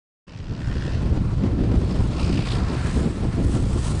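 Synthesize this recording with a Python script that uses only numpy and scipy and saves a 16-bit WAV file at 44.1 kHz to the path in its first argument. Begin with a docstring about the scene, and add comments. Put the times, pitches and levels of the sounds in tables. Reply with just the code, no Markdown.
"""A small propeller plane glides in low over open land, throttling back.
First its four-cylinder exhaust stands out, one noise puff per firing; later the swish of the slowing
propeller, one swell per blade pass; then a bright hiss of air. Wind eddies buffet the microphone with
rumble, flutter and a few hard slaps. The sound cuts in after a moment of silence and swells."""
import sys
import numpy as np
from scipy import signal
from scipy.fft import rfft, irfft, next_fast_len
from scipy.io import wavfile
from scipy.ndimage import uniform_filter1d, map_coordinates

SR = 44100
rng = np.random.default_rng(int(sys.argv[2]) if len(sys.argv) > 2 else 0)


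def dump_mix(stems):
    """Bounce the given channels to the path in sys.argv[1] as a 16-bit WAV at rate SR."""
    frames = np.atleast_2d(stems).T  # one column per channel
    limited = np.clip(frames, -1, 1)  # hard clip at full scale
    pcm = np.round(limited * 32767).astype(np.int16)
    wavfile.write(sys.argv[1], SR, pcm)


N = 176400
T = np.arange(N) / SR


def amp(db):
    """Decibels to gain."""
    return 10 ** (np.asarray(db) / 20)


def unit(x):
    """Scale to rms 1."""
    return x / np.sqrt(np.mean(x ** 2) + 1e-20)


def curve(rows, column=1):
    """One table column, interpolated per sample; column 0 is time in seconds."""
    columns = np.transpose(rows)
    return np.interp(T, columns[0], columns[column])


def wobble(rate_hz):
    """Smooth random curve, rate_hz knots a second."""
    return map_coordinates(rng.standard_normal(2048), [T * rate_hz], mode="wrap")


def filtered(x, response):
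    """Apply a gain given as a function of frequency in Hz."""
    size = next_fast_len(N + SR // 2)
    return irfft(rfft(x, size) * response(np.fft.rfftfreq(size, 1 / SR)), size)[:N]


def noise(spectrum, patchy_db):
    """Coloured noise of rms 1 with random gain patches in time and frequency."""
    bins = signal.stft(rng.standard_normal(N), nperseg=512)[2]
    patches = uniform_filter1d(rng.standard_normal(bins.shape), 6, axis=0)
    patches = uniform_filter1d(patches, 14, axis=1)
    patchy = signal.istft(bins * amp(patchy_db * unit(patches)), nperseg=512)[1][:N]
    hz, db = np.transpose(spectrum)
    return unit(filtered(patchy, lambda f: amp(np.interp(np.log(f + 1), np.log(hz + 1), db))))


# Wind envelopes. Each row: time in seconds, level in dB.
RUMBLE_LEVELS = [(0.29, -41), (0.53, -26.5), (0.59, -33.5), (0.71, -21), (0.83, -27), (1.25, -19.5),
                 (1.31, -21), (1.43, -20.5), (1.49, -22.5), (1.73, -18.5), (1.97, -25), (2.0, -15.5),
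                 (2.15, -26), (2.24, -20.5), (2.51, -23), (2.57, -20), (2.72, -26), (2.87, -21),
                 (2.93, -23.5), (3.17, -29.5), (3.26, -19.5), (3.32, -25.5), (3.47, -19), (3.99, -21.5)]
FLUTTER_LEVELS = [(0.29, -45.3), (0.59, -32), (0.65, -41), (0.71, -33), (1.16, -28.6), (1.37, -33),
                  (1.43, -23), (1.52, -29.5), (1.61, -24.5), (1.82, -25.5), (2.24, -30), (2.39, -25),
                  (2.48, -34), (2.6, -25), (2.66, -34), (2.72, -22), (2.78, -35), (3.08, -23.5),
                  (3.14, -30.5), (3.26, -24.5), (3.32, -36), (3.38, -25), (3.56, -26), (3.71, -31.8),
                  (3.74, -29.5), (3.89, -30), (3.95, -24.5), (3.99, -36)]
# Wind spectra. Each row: frequency in Hz, gain in dB.
RUMBLE_SPECTRUM = [(12, -28), (24, -1), (32, -3.5), (45, -2), (62, 2), (85, 0), (120, -0.5), (160, -7),
                   (230, -23.5), (400, -67.5)]
FLUTTER_SPECTRUM = [(80, -37), (130, -5.5), (180, 1.5), (250, -2), (330, -5.5), (420, -10.5), (600, -18.5),
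                    (900, -26.5), (2000, -37.5), (5000, -43.5), (10000, -72)]


def wind():
    """Eddies hit the microphone: a deep rumble and a rougher flutter above it."""
    eddies_db = wobble(rate_hz=60)
    rumble = unit(amp(eddies_db) * noise(RUMBLE_SPECTRUM, patchy_db=-0.17))
    flutter_db = 1.8 * eddies_db + 2.02 * wobble(rate_hz=160)
    flutter = unit(amp(flutter_db) * noise(FLUTTER_SPECTRUM, patchy_db=0.75))
    return amp(curve(RUMBLE_LEVELS)) * rumble + amp(curve(FLUTTER_LEVELS)) * flutter


# Hardest eddies. Each row: start in seconds, relative peak level in dB.
SLAP_EVENTS = [(0.523, -20), (0.692, -18.5), (0.877, -12.5), (1.056, -10.5), (1.172, -11), (1.434, -8),
               (1.634, -11.5), (1.713, -9.5), (1.752, -10), (2.002, -7.5), (2.297, -12.5), (2.389, -8.5),
               (3.06, -10.5), (3.563, -14)]
# Slap noise spectrum. Each row: frequency in Hz, gain in dB.
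SLAP_SPECTRUM = [(100, -10.5), (220, 2.5), (400, -4), (800, -19), (1800, -28.5), (5000, -36.5),
                 (10000, -53.5)]


def wind_slaps(gain_db=-5, median_hz=145.4, rise_s=0.0042, puff_db=-8.5):
    """Each hard eddy gives one short push and pull of pressure with a puff of noise."""
    pressure, envelope = np.zeros(N), np.zeros(N)
    for start_s, peak_db in SLAP_EVENTS:
        age_s = np.maximum(T - start_s, 0)
        rise = age_s / rise_s
        swell = amp(peak_db + gain_db) * rise ** 2 * np.exp(2 * (1 - rise))
        pitch_hz = median_hz * np.exp(0.16 * rng.standard_normal())
        pressure += swell * np.sin(2 * np.pi * pitch_hz * age_s)
        envelope += swell
    return pressure + amp(puff_db) * envelope * noise(SLAP_SPECTRUM, patchy_db=1)


# Airflow envelopes. Each row: time in seconds, relative level in dB.
RUSH_LEVELS = [(0.29, -56.5), (0.8, -47.6), (1.16, -47), (1.22, -49), (1.46, -44.5), (1.55, -49),
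               (2.24, -40), (2.33, -44.0), (2.51, -38.5), (3.47, -47), (3.59, -40), (3.62, -47),
               (3.83, -44), (3.99, -42)]
ROAR_LEVELS = [(.27, -65), (1.8, -56), (1.98, -48.5), (2.08, -60.5), (2.55, -46.5), (2.72, -45.5),
               (2.9, -40.5), (3.08, -51), (3.3, -49.5), (3.7, -57), (4, -47)]
HISS_LEVELS = [(0.29, -73), (0.47, -78), (0.68, -60), (1.28, -64), (1.58, -63.5), (1.73, -58.7),
               (2.09, -56), (2.27, -55), (2.42, -54), (2.54, -48.5), (2.63, -60), (2.96, -45.5),
               (3.11, -53.5), (3.38, -55), (3.53, -45), (3.65, -50.5), (3.86, -41.5), (3.99, -45.5)]
# Airflow spectra. Each row: frequency in Hz, gain in dB.
RUSH_SPECTRUM = [(300, -1), (600, 5.5), (850, 2.5), (1080, 5), (1220, 0), (1360, 4), (1550, -7), (1850, -7),
                 (2200, -8), (2700, -10), (3200, -9.5), (4600, -12.5), (5800, -17), (8000, -22),
                 (10500, -55.5)]
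ROAR_SPECTRUM = [(700, -13), (1300, 0.5), (1750, 2.5), (2200, -4.5), (2650, -5.5), (3300, -19.5),
                 (5000, -17.5), (9000, -26)]
HISS_SPECTRUM = [(1500, -4), (3000, 2), (4500, 1.5), (5800, 0), (7000, 1.5), (8200, 4.5), (9200, 0.5),
                 (10000, -1.5), (10800, -24)]


def airflow(rush_gain_db=2, hiss_gain_db=1):
    """Air around the plane: broad rush, midrange roar and bright hiss, flickering in turbulence."""
    flicker = wobble(rate_hz=60)
    rush_db = curve(RUSH_LEVELS) + rush_gain_db + 1.7 * flicker + 0.48 * wobble(rate_hz=250)
    rush = amp(rush_db) * noise(RUSH_SPECTRUM, patchy_db=2)
    roar_db = curve(ROAR_LEVELS) + 1.4 * flicker
    roar = amp(roar_db) * noise(ROAR_SPECTRUM, patchy_db=2)
    hiss_db = curve(HISS_LEVELS) + hiss_gain_db + 1.4 * flicker + 1.7 * wobble(rate_hz=290)
    hiss = amp(hiss_db) * noise(HISS_SPECTRUM, patchy_db=1.5)
    return rush + roar + hiss


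# Engine slowing. Each row: time in seconds, firing rate in Hz.
FIRING_RATES = [(.27, 74.8), (.5, 74.3), (.7, 73.2), (.86, 71.9), (1.04, 70.5), (1.5, 65), (2, 62.3),
                (2.45, 62.2), (2.75, 60.9), (3.2, 60), (3.8, 57)]


def firing_count(first_firing_s=0.2935):
    """Running count of engine firings, equal to blade passes."""
    count = np.cumsum(curve(FIRING_RATES)) / SR
    return count - np.interp(first_firing_s, T, count)


# Blade noise envelopes. Each row: time in seconds, high swish, mid swish and low rasp levels in dB.
BLADE_LEVELS = [(.27, -69.5, -77, -66), (1.7, -63.5, -61.5, -60.5), (1.98, -50, -53.5, -57),
                (2.1, -56, -55, -60), (2.19, -47.5, -47, -43.5), (2.275, -41, -51.5, -45.5),
                (2.36, -45.5, -43.5, -40), (2.44, -49, -46, -43.5), (2.525, -42.5, -36, -46),
                (2.6, -53, -48.5, -56), (2.68, -48, -53.5, -51.5), (2.85, -55.5, -49, -48),
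                (3.15, -60, -58, -62), (4, -59, -61.5, -64)]
# Blade noise spectra. Each row: frequency in Hz, gain in dB.
HIGH_SWISH_SPECTRUM = [(2500, -22), (3900, -7), (4400, 4), (4850, 3), (5200, 3.5), (5800, -8.5),
                       (8300, -10), (10500, -32.5)]
MID_SWISH_SPECTRUM = [(1500, -19), (2900, -5.5), (3450, 0.5), (3900, 1), (4400, -1), (5000, -16),
                      (9000, -23.5), (10500, -29)]
RASP_SPECTRUM = [(600, -19), (1300, -6.5), (2100, -4), (2400, 4), (2720, 4.5), (3100, -1.5), (4000, -35)]


def propeller(depth=0.54, scatter_db=2.05):
    """Blade noise swells once per blade pass; its weight shifts between three bands."""
    passes = 1 + depth * np.cos(2 * np.pi * firing_count())
    passes *= amp(scatter_db * wobble(rate_hz=60))
    high = amp(curve(BLADE_LEVELS, column=1)) * noise(HIGH_SWISH_SPECTRUM, patchy_db=1.5)
    mid = amp(curve(BLADE_LEVELS, column=2)) * noise(MID_SWISH_SPECTRUM, patchy_db=1.5)
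    rasp = amp(curve(BLADE_LEVELS, column=3)) * noise(RASP_SPECTRUM, patchy_db=1.5)
    return unit(passes) * (high + mid + rasp)


# Exhaust envelopes. Each row: time in seconds, crackle level in dB, lower bark level in dB.
EXHAUST_LEVELS = [(.27, -55, -64), (.4, -52, -61.5), (.58, -52, -54), (.68, -48.5, -47.5),
                  (.82, -45, -43.5), (.95, -46.5, -49.5), (1.12, -56, -58), (1.6, -63.5, -61),
                  (4, -58.5, -65)]
# Exhaust spectra. Each row: frequency in Hz, gain in dB.
CRACKLE_SPECTRUM = [(900, -13), (1800, -1.5), (2200, -2.5), (2550, 1.5), (3000, 0), (3500, -4), (4400, -2),
                    (5300, -5), (6500, -12), (8500, -21.5), (10500, -36.5)]
BARK_SPECTRUM = [(600, -21), (1200, -11.5), (1450, 6.5), (1630, 2), (1800, 5), (2200, -15.5), (3000, -43)]
# Steady noise between puffs. Each row: time in seconds, level in dB relative to the puffs.
BLUR_LEVELS = [(.27, -16), (.6, -8.5), (.84, -4.5), (.92, 2.5), (1, 6.5), (4, 7)]
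# Firing cycle. Each entry: relative level of one cylinder in dB.
CYLINDER_LEVELS = [3.5, 0, 2.5, 2]


def exhaust(attack_s=0.0012, decay_s=0.0043, scatter_db=1.5):
    """Four unequal cylinders each let out a sharp puff per firing; the puffs blur into steady noise."""
    count = firing_count()
    firing = np.floor(count).astype(int)
    age_s = (count - firing) / curve(FIRING_RATES)
    puff_db = np.take(CYLINDER_LEVELS, firing, mode="wrap")
    puff_db += scatter_db * rng.standard_normal(512)[firing]
    puffs = amp(puff_db) * (1 - np.exp(-age_s / attack_s)) * np.exp(-age_s / decay_s)
    crackle = amp(curve(EXHAUST_LEVELS, column=1)) * noise(CRACKLE_SPECTRUM, patchy_db=1.5)
    bark = amp(curve(EXHAUST_LEVELS, column=2)) * noise(BARK_SPECTRUM, patchy_db=1.5)
    blur = amp(curve(BLUR_LEVELS))
    envelope = np.sqrt((unit(puffs) ** 2 + blur ** 2) / (1 + blur ** 2))  # equal-power blend
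    return envelope * (crackle + bark)


def scene():
    """The plane behind the wind, in mono."""
    return (exhaust() + propeller() + airflow() + wind() + wind_slaps())[None]


def record(dry, ceiling=0.37, start_s=0.2676, fade_s=0.014, cutoff_hz=10700):
    """Soft clip, quick fade-in after silence, brick-wall low-pass."""
    rounded = dry[0] / (1 + (dry[0] / ceiling) ** 4) ** (1 / 4)
    fade_in = np.clip((T - start_s) / fade_s, 0, 1)
    return filtered(rounded * fade_in, lambda hz: hz < cutoff_hz)[None]


dry = scene()
out = record(dry)
dump_mix(out)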